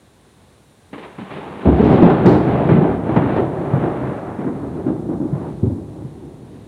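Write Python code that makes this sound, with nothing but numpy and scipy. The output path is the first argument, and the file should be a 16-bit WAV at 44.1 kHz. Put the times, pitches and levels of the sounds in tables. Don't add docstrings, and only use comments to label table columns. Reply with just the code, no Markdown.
import sys
import numpy as np
from scipy import signal
from scipy.fft import rfft, irfft, next_fast_len
from scipy.io import wavfile
from scipy.ndimage import map_coordinates

SR = 44100
rng = np.random.default_rng(int(sys.argv[2]) if len(sys.argv) > 2 else 0)


def ratio(d):
    e = np.asarray(d, float) / 20
    return 10 ** e


def wav_record(signal):
    frames = np.transpose(np.atleast_2d(signal))
    bounded = np.clip(frames, -1, 1)
    quanta = np.round(bounded * 32767).astype(np.int16)
    wavfile.write(sys.argv[1], SR, quanta)


N = 294533
T = np.arange(N) / SR

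# freq_hz, density_db (per Hz)
TOWN_COLOUR = [(15, -47), (25, -16), (56, 5.5), (84, 8.5), (412, 0), (1140, -8.5), (1250, -12.5),
               (1450, -11.5), (1590, -11.5), (4500, -20.5), (5850, -43), (9900, -120)]
# freq_hz, density_db (per Hz)
HISS_COLOUR = [(2060, -32.5), (3500, -0.5), (3840, 1), (4660, -8.5), (5320, -5), (8380, -4), (9440, 0),
               (11000, -10), (14900, -17), (15600, -15)]
# freq_hz, level_db
CAMERA_WHINE = [(9717, -82.5)]
# freq_hz, t60_s
WALL_DECAY = [(60, 0.37), (300, 0.48), (1500, 0.74), (5000, 0.31)]
# start_s, peak_db, echo_db, echo_t60_s
SHOCK_FRONTS = [(1.754, -58, 0, 0.62), (1.8193, -48, -15, 0.38), (1.8453, -41.5, -6, 0.45),
                (1.9001, -45, -4.5, 0.86), (2.025, -45, -16.5, 0.24), (2.0562, -46, -12, 0.34),
                (2.1041, -42, -16.5, 0.41), (2.2607, -29, -12.5, 0.8), (2.2657, -30, -21, 0.98),
                (2.6938, -48, -16, 0.15), (3.1645, -43.5, -13, 0.18), (3.3694, -49, -12, 0.2)]
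# freq_hz, density_db (per Hz)
CLICK_COLOUR = [(500, -17), (1500, 9), (5000, 6.5), (10000, -12.5), (15000, -19)]
# freq_hz, density_db (per Hz)
ECHO_COLOUR = [(1500, -11.5), (4000, 7), (6000, -6), (9500, -11.5), (11000, -24.5), (15000, -30.5)]
# time_s, level_db, air_db (treble kept by the air)
ROLL_COURSE = [(0.92, -54, 3), (1.11, -46.5, 1), (1.29, -51, 8), (1.42, -35.5, 0.5), (1.6, -36.5, 1),
               (1.665, -27.5, -3.5), (1.85, -15.5, -5.5), (2.05, -18.5, -3.5), (2.42, -18.5, -4),
               (2.701, -21, -4), (3.001, -24.5, -5.5), (3.3, -20, -3.5), (3.578, -26.5, -4),
               (3.84, -21, -3.5), (4.3, -31, -2), (4.75, -27.5, -9.5), (5.3, -30, -12.5),
               (6.68, -40.5, -14)]
# start_s, peak_db, pitch_hz, held_s, crackle_db
BRANCH_CRACKS = [(0.93, -24, 280, 0.014, -1.5), (0.98, -29, 390, 0.0075, 3),
                 (1.026, -34.5, 398, 0.015, 5.5), (1.183, -21.5, 196, 0.03, -8.5),
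                 (1.306, -28, 147, .05, 1), (1.362, -21, 376, 0.02, -3.5)]
# start_s, peak_db, pitch_hz, held_s, crackle_db
TRUNK_PEALS = [(1.656, -6.5, 210, 0.046, -13.5), (1.793, -2.5, 204, 0.05, -18), (1.908, -7, 240, 0.1, -8.5),
               (2.022, -1, 335, .045, -10.5), (2.1, -5.5, 227, .01, -5), (2.256, 3, 187, 0.016, -10),
               (2.311, -3.5, 357, .04, -11), (2.47, -5.5, 149, .01, -19), (2.689, -5.5, 161, 0.044, -7.5),
               (2.75, -5.5, 346, 0.035, -10), (2.815, -7, 355, .04, -9.5), (3.091, -12, 310, 0.015, -10),
               (3.161, -3, 324, .01, -5.5), (3.363, -6, 337, 0.019, -9.5), (3.733, -11, 139, .02, -6.5),
               (4.387, -15, 233, 0.057, -8), (4.464, -10, 285, 0.023, -11.5), (4.864, -4, 288, 0.023, -15),
               (5.085, -13.5, 280, 0.054, -13), (5.2, -10, 273, 0.025, -21), (5.33, -28.5, 210, 0.16, 0.5),
               (5.628, -9, 244, .04, -25), (5.699, -12.5, 240, .01, -25), (6.044, -23, 134, 0.0075, -17)]
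# start_s, peak_db, pitch_hz, t60_s
FOOT_THUDS = [(1.666, -7.5, 77.6, 0.24), (2.719, -4.5, 150, .1), (2.783, -6, 154, 0.11),
              (3.168, -5, 147, .15), (3.735, -7.5, 145, 0.18), (5.327, -11.5, 148, 0.16),
              (5.63, -9, 104, .14), (5.667, -10.5, 96, .2), (6.046, -24, 136, .08)]
# start_s, peak_db, pitch_hz, t60_s
KINK_KNOCKS = [
    (0.95, -34, 880, 0.2),
    (1.4, -35.5, 1000, 0.32),
    (1.656, -13, 613, 0.16),
    (5.447, -30, 885, 0.044),
]
# freq_hz, density_db (per Hz)
BRANCH_COLOUR = [(24, -55), (40, -20.5), (81, -6), (156, 2.5), (348, -4.5), (386, -3), (559, -12.5),
                 (1100, -11.5), (1360, -16), (2090, -10.5), (3800, -21), (5500, -46), (7150, -84.5),
                 (12100, -120)]
# freq_hz, density_db (per Hz)
TRUNK_COLOUR = [(15, -56), (25, -33), (59, -6.5), (90, -5.5), (136, 2), (199, -2), (261, -1.5), (320, -0.5),
                (375, -1.5), (470, -7.5), (790, -9.5), (1190, -20.5), (3830, -46.5), (5500, -73),
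                (7150, -87), (12100, -120)]
# freq_hz, change_db
FAR_AIR_LOSS = [(500, -3), (1500, -4), (2500, -2.5), (4000, -16.5)]
BAND_EDGES = [150, 450, 1400]
STAGE_TIMES = [1.62, 1.66, 2.6, 4.3]

TOWN_DB, HISS_DB = -49.5, -62.5
BOOM_DB, SIZZLE_DB = -8, -10.5
SIZZLE_LOSS = 1.664
PEAL_T60_S, PEAL_BOOM_DB = 0.15, -4.5
KICK, KICK_S = 1.1, 0.00074
MIC_HZ = 51.6


def unit(x):
    return x / np.sqrt(np.mean(x ** 2) + 1e-20)


def along(points, hz):
    f, v = np.transpose(points)
    return np.interp(np.log(hz + 1), np.log(f + 1), v)


def wobble(rate):
    return map_coordinates(rng.standard_normal(N // 100), [T * rate])


def add(x, s, piece):
    room = x[..., round(s * SR):][..., :piece.shape[-1]]
    room += piece[..., :room.shape[-1]]


def filtered(x, response):
    m = 2 * next_fast_len(N // 2 + SR // 4)
    return irfft(rfft(x, m) * response(np.fft.rfftfreq(m, 1 / SR)), m)[..., :N]


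def causal(points):
    def response(hz):
        cepstrum = irfft(np.log(np.maximum(ratio(along(points, hz)), 1e-6)))
        cepstrum[1:len(hz) - 1] *= 2
        cepstrum[len(hz):] = 0
        return np.exp(rfft(cepstrum))
    return response


def banded(points):
    def response(hz):
        below = [np.clip(0.5 - np.log2((hz + 1) / edge), 0, 1) for edge in BAND_EDGES]
        shares = np.diff([0 * hz, *below, 1 + 0 * hz], axis=0)
        parts = shares * causal(points)(hz)
        return parts / np.sqrt(np.mean(np.abs(parts) ** 2, axis=1))[:, None]
    return response


def swell(rise, t60, bend, hold=0):
    t = T[:SR]
    fall = ratio(-60 * (np.maximum(t - hold, 0) / max(t60, 0.003)) ** bend)
    return (1 - np.exp(-(t / rise) ** 2)) * fall


def coloured_noise(points):
    return unit(filtered(rng.standard_normal(N), lambda hz: ratio(along(points, hz))))


def town():
    whine = sum(ratio(db - 9) * np.sin(2 * np.pi * hz * T + 0.8 * wobble(12)) for hz, db in CAMERA_WHINE)
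    hum = ratio(TOWN_DB + 1.3 * wobble(4.4)) * coloured_noise(TOWN_COLOUR)
    hiss = ratio(HISS_DB + 0.4 * wobble(1.4)) * coloured_noise(HISS_COLOUR)
    return hum + hiss + whine


def walls(x):
    hz, t, z = signal.stft(rng.standard_normal(SR * 2 // 3), SR, nperseg=256)
    fall = ratio(-60 * t / along(WALL_DECAY, hz)[:, None])
    tail = signal.istft(z * fall, SR, nperseg=256)[1]
    delayed = np.pad(x, (1200, 0))
    return signal.fftconvolve(delayed, tail / np.linalg.norm(tail))[:N]


def fronts():
    step, echo = np.zeros((2, N))
    for s, db, echo_db, t60 in SHOCK_FRONTS:
        step[round(s * SR)] = ratio(db + 16.5)
        add(echo, s, ratio(db + echo_db) * swell(0.012, t60, 0.72))
    hiss, steady = filtered(rng.standard_normal(N) * [echo, np.ones(N)], causal(ECHO_COLOUR))
    return filtered(step, causal(CLICK_COLOUR)) + ratio(1.5) * hiss / np.std(steady)


def booms():
    out = np.zeros(N)
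    stretches = [(s, db + PEAL_BOOM_DB, hz, PEAL_T60_S, held)
                 for s, db, hz, held, _ in BRANCH_CRACKS + TRUNK_PEALS]
    stretches += [(*thud, 0) for thud in FOOT_THUDS + KINK_KNOCKS]
    for s, db, hz, t60, held in stretches:
        band = signal.butter(2, [hz * 0.86, hz * 1.197], "bandpass", fs=SR, output="sos")
        dull = signal.butter(4, hz * 1.69, fs=SR, output="sos")
        rumble = swell(0.0025, 1.16 * t60, 1.9, held) * rng.standard_normal(SR)
        kick = KICK * np.exp(-(T[:SR] / KICK_S - 4) ** 2)
        ring = signal.sosfilt(np.vstack([band, dull]), rumble + kick)
        start = s - 0.002 - 0.789 / hz
        add(out, start, ratio(db) * ring / np.abs(ring).max())
    return out


def shocks(rate, spread_db, haze_db):
    draw = rng.random((3, N))
    size = ratio(spread_db * draw[1]) * np.sign(draw[2] - 0.5)
    struck = draw[0] < rate / SR
    return unit(unit(size * struck) + ratio(haze_db) * rng.standard_normal(N))


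def strengths():
    times, level, air = np.transpose(ROLL_COURSE)
    begun = np.clip((T - times[0]) / 0.018, 0, 1)
    bands = (level + BOOM_DB - 0.39 * air, level, level + air, level + SIZZLE_DB + SIZZLE_LOSS * air)
    power = np.array([begun * ratio(np.interp(T, times, db)) for db in bands]) ** 2
    for s, db, hz, held, crackle_db in BRANCH_CRACKS + TRUNK_PEALS:
        deep_db = -5 - 7 * np.log2(hz / 100)
        air_db = np.interp(s, times, air)
        sizzle_db = crackle_db + 1 + SIZZLE_DB + 0.63 * air_db + 0.092 * (crackle_db + 8.5)
        levels = ratio(db - 10 + np.array([[deep_db], [0], [crackle_db + 2], [sizzle_db]]))
        add(power, s - 0.003, (levels * swell(0.0034, PEAL_T60_S, 1.17, held)) ** 2)
    return np.sqrt(power)


def thunder():
    train = shocks(rate=1500, spread_db=12.5, haze_db=0.5) * ratio(0.89 * wobble(14))
    gusts = ratio(1.26 * np.array([wobble(11) for _ in range(len(BAND_EDGES) + 1)]))
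    drive = strengths() * gusts * train
    far_colour = [(hz, db + along(FAR_AIR_LOSS, hz)) for hz, db in TRUNK_COLOUR]
    parts = [(BRANCH_COLOUR, [0.94, 0.23, 0, 0]),
             (TRUNK_COLOUR, [0.06, 0.9, 0.95, 0]),
             (far_colour, [0, 0, 0.052, 0.84])]
    out = booms()
    for colour, share in parts:
        heard = np.interp(T, STAGE_TIMES, share) * drive
        out += filtered(heard, banded(colour)).sum(axis=0)
    return out


def scene():
    bolt = thunder()
    return (bolt + ratio(-13) * walls(bolt) + fronts() + town())[None]


def band_limit(x):
    return signal.sosfilt(signal.butter(12, 15700, fs=SR, output="sos"), x)


def record(dry):
    heard = signal.sosfilt(signal.butter(3, MIC_HZ, "highpass", fs=SR, output="sos"), dry)
    clipped = heard / (1 + np.abs(heard / 0.98) ** 8) ** (1 / 8)
    return band_limit(clipped)


dry = scene()
out = record(dry)
wav_record(out)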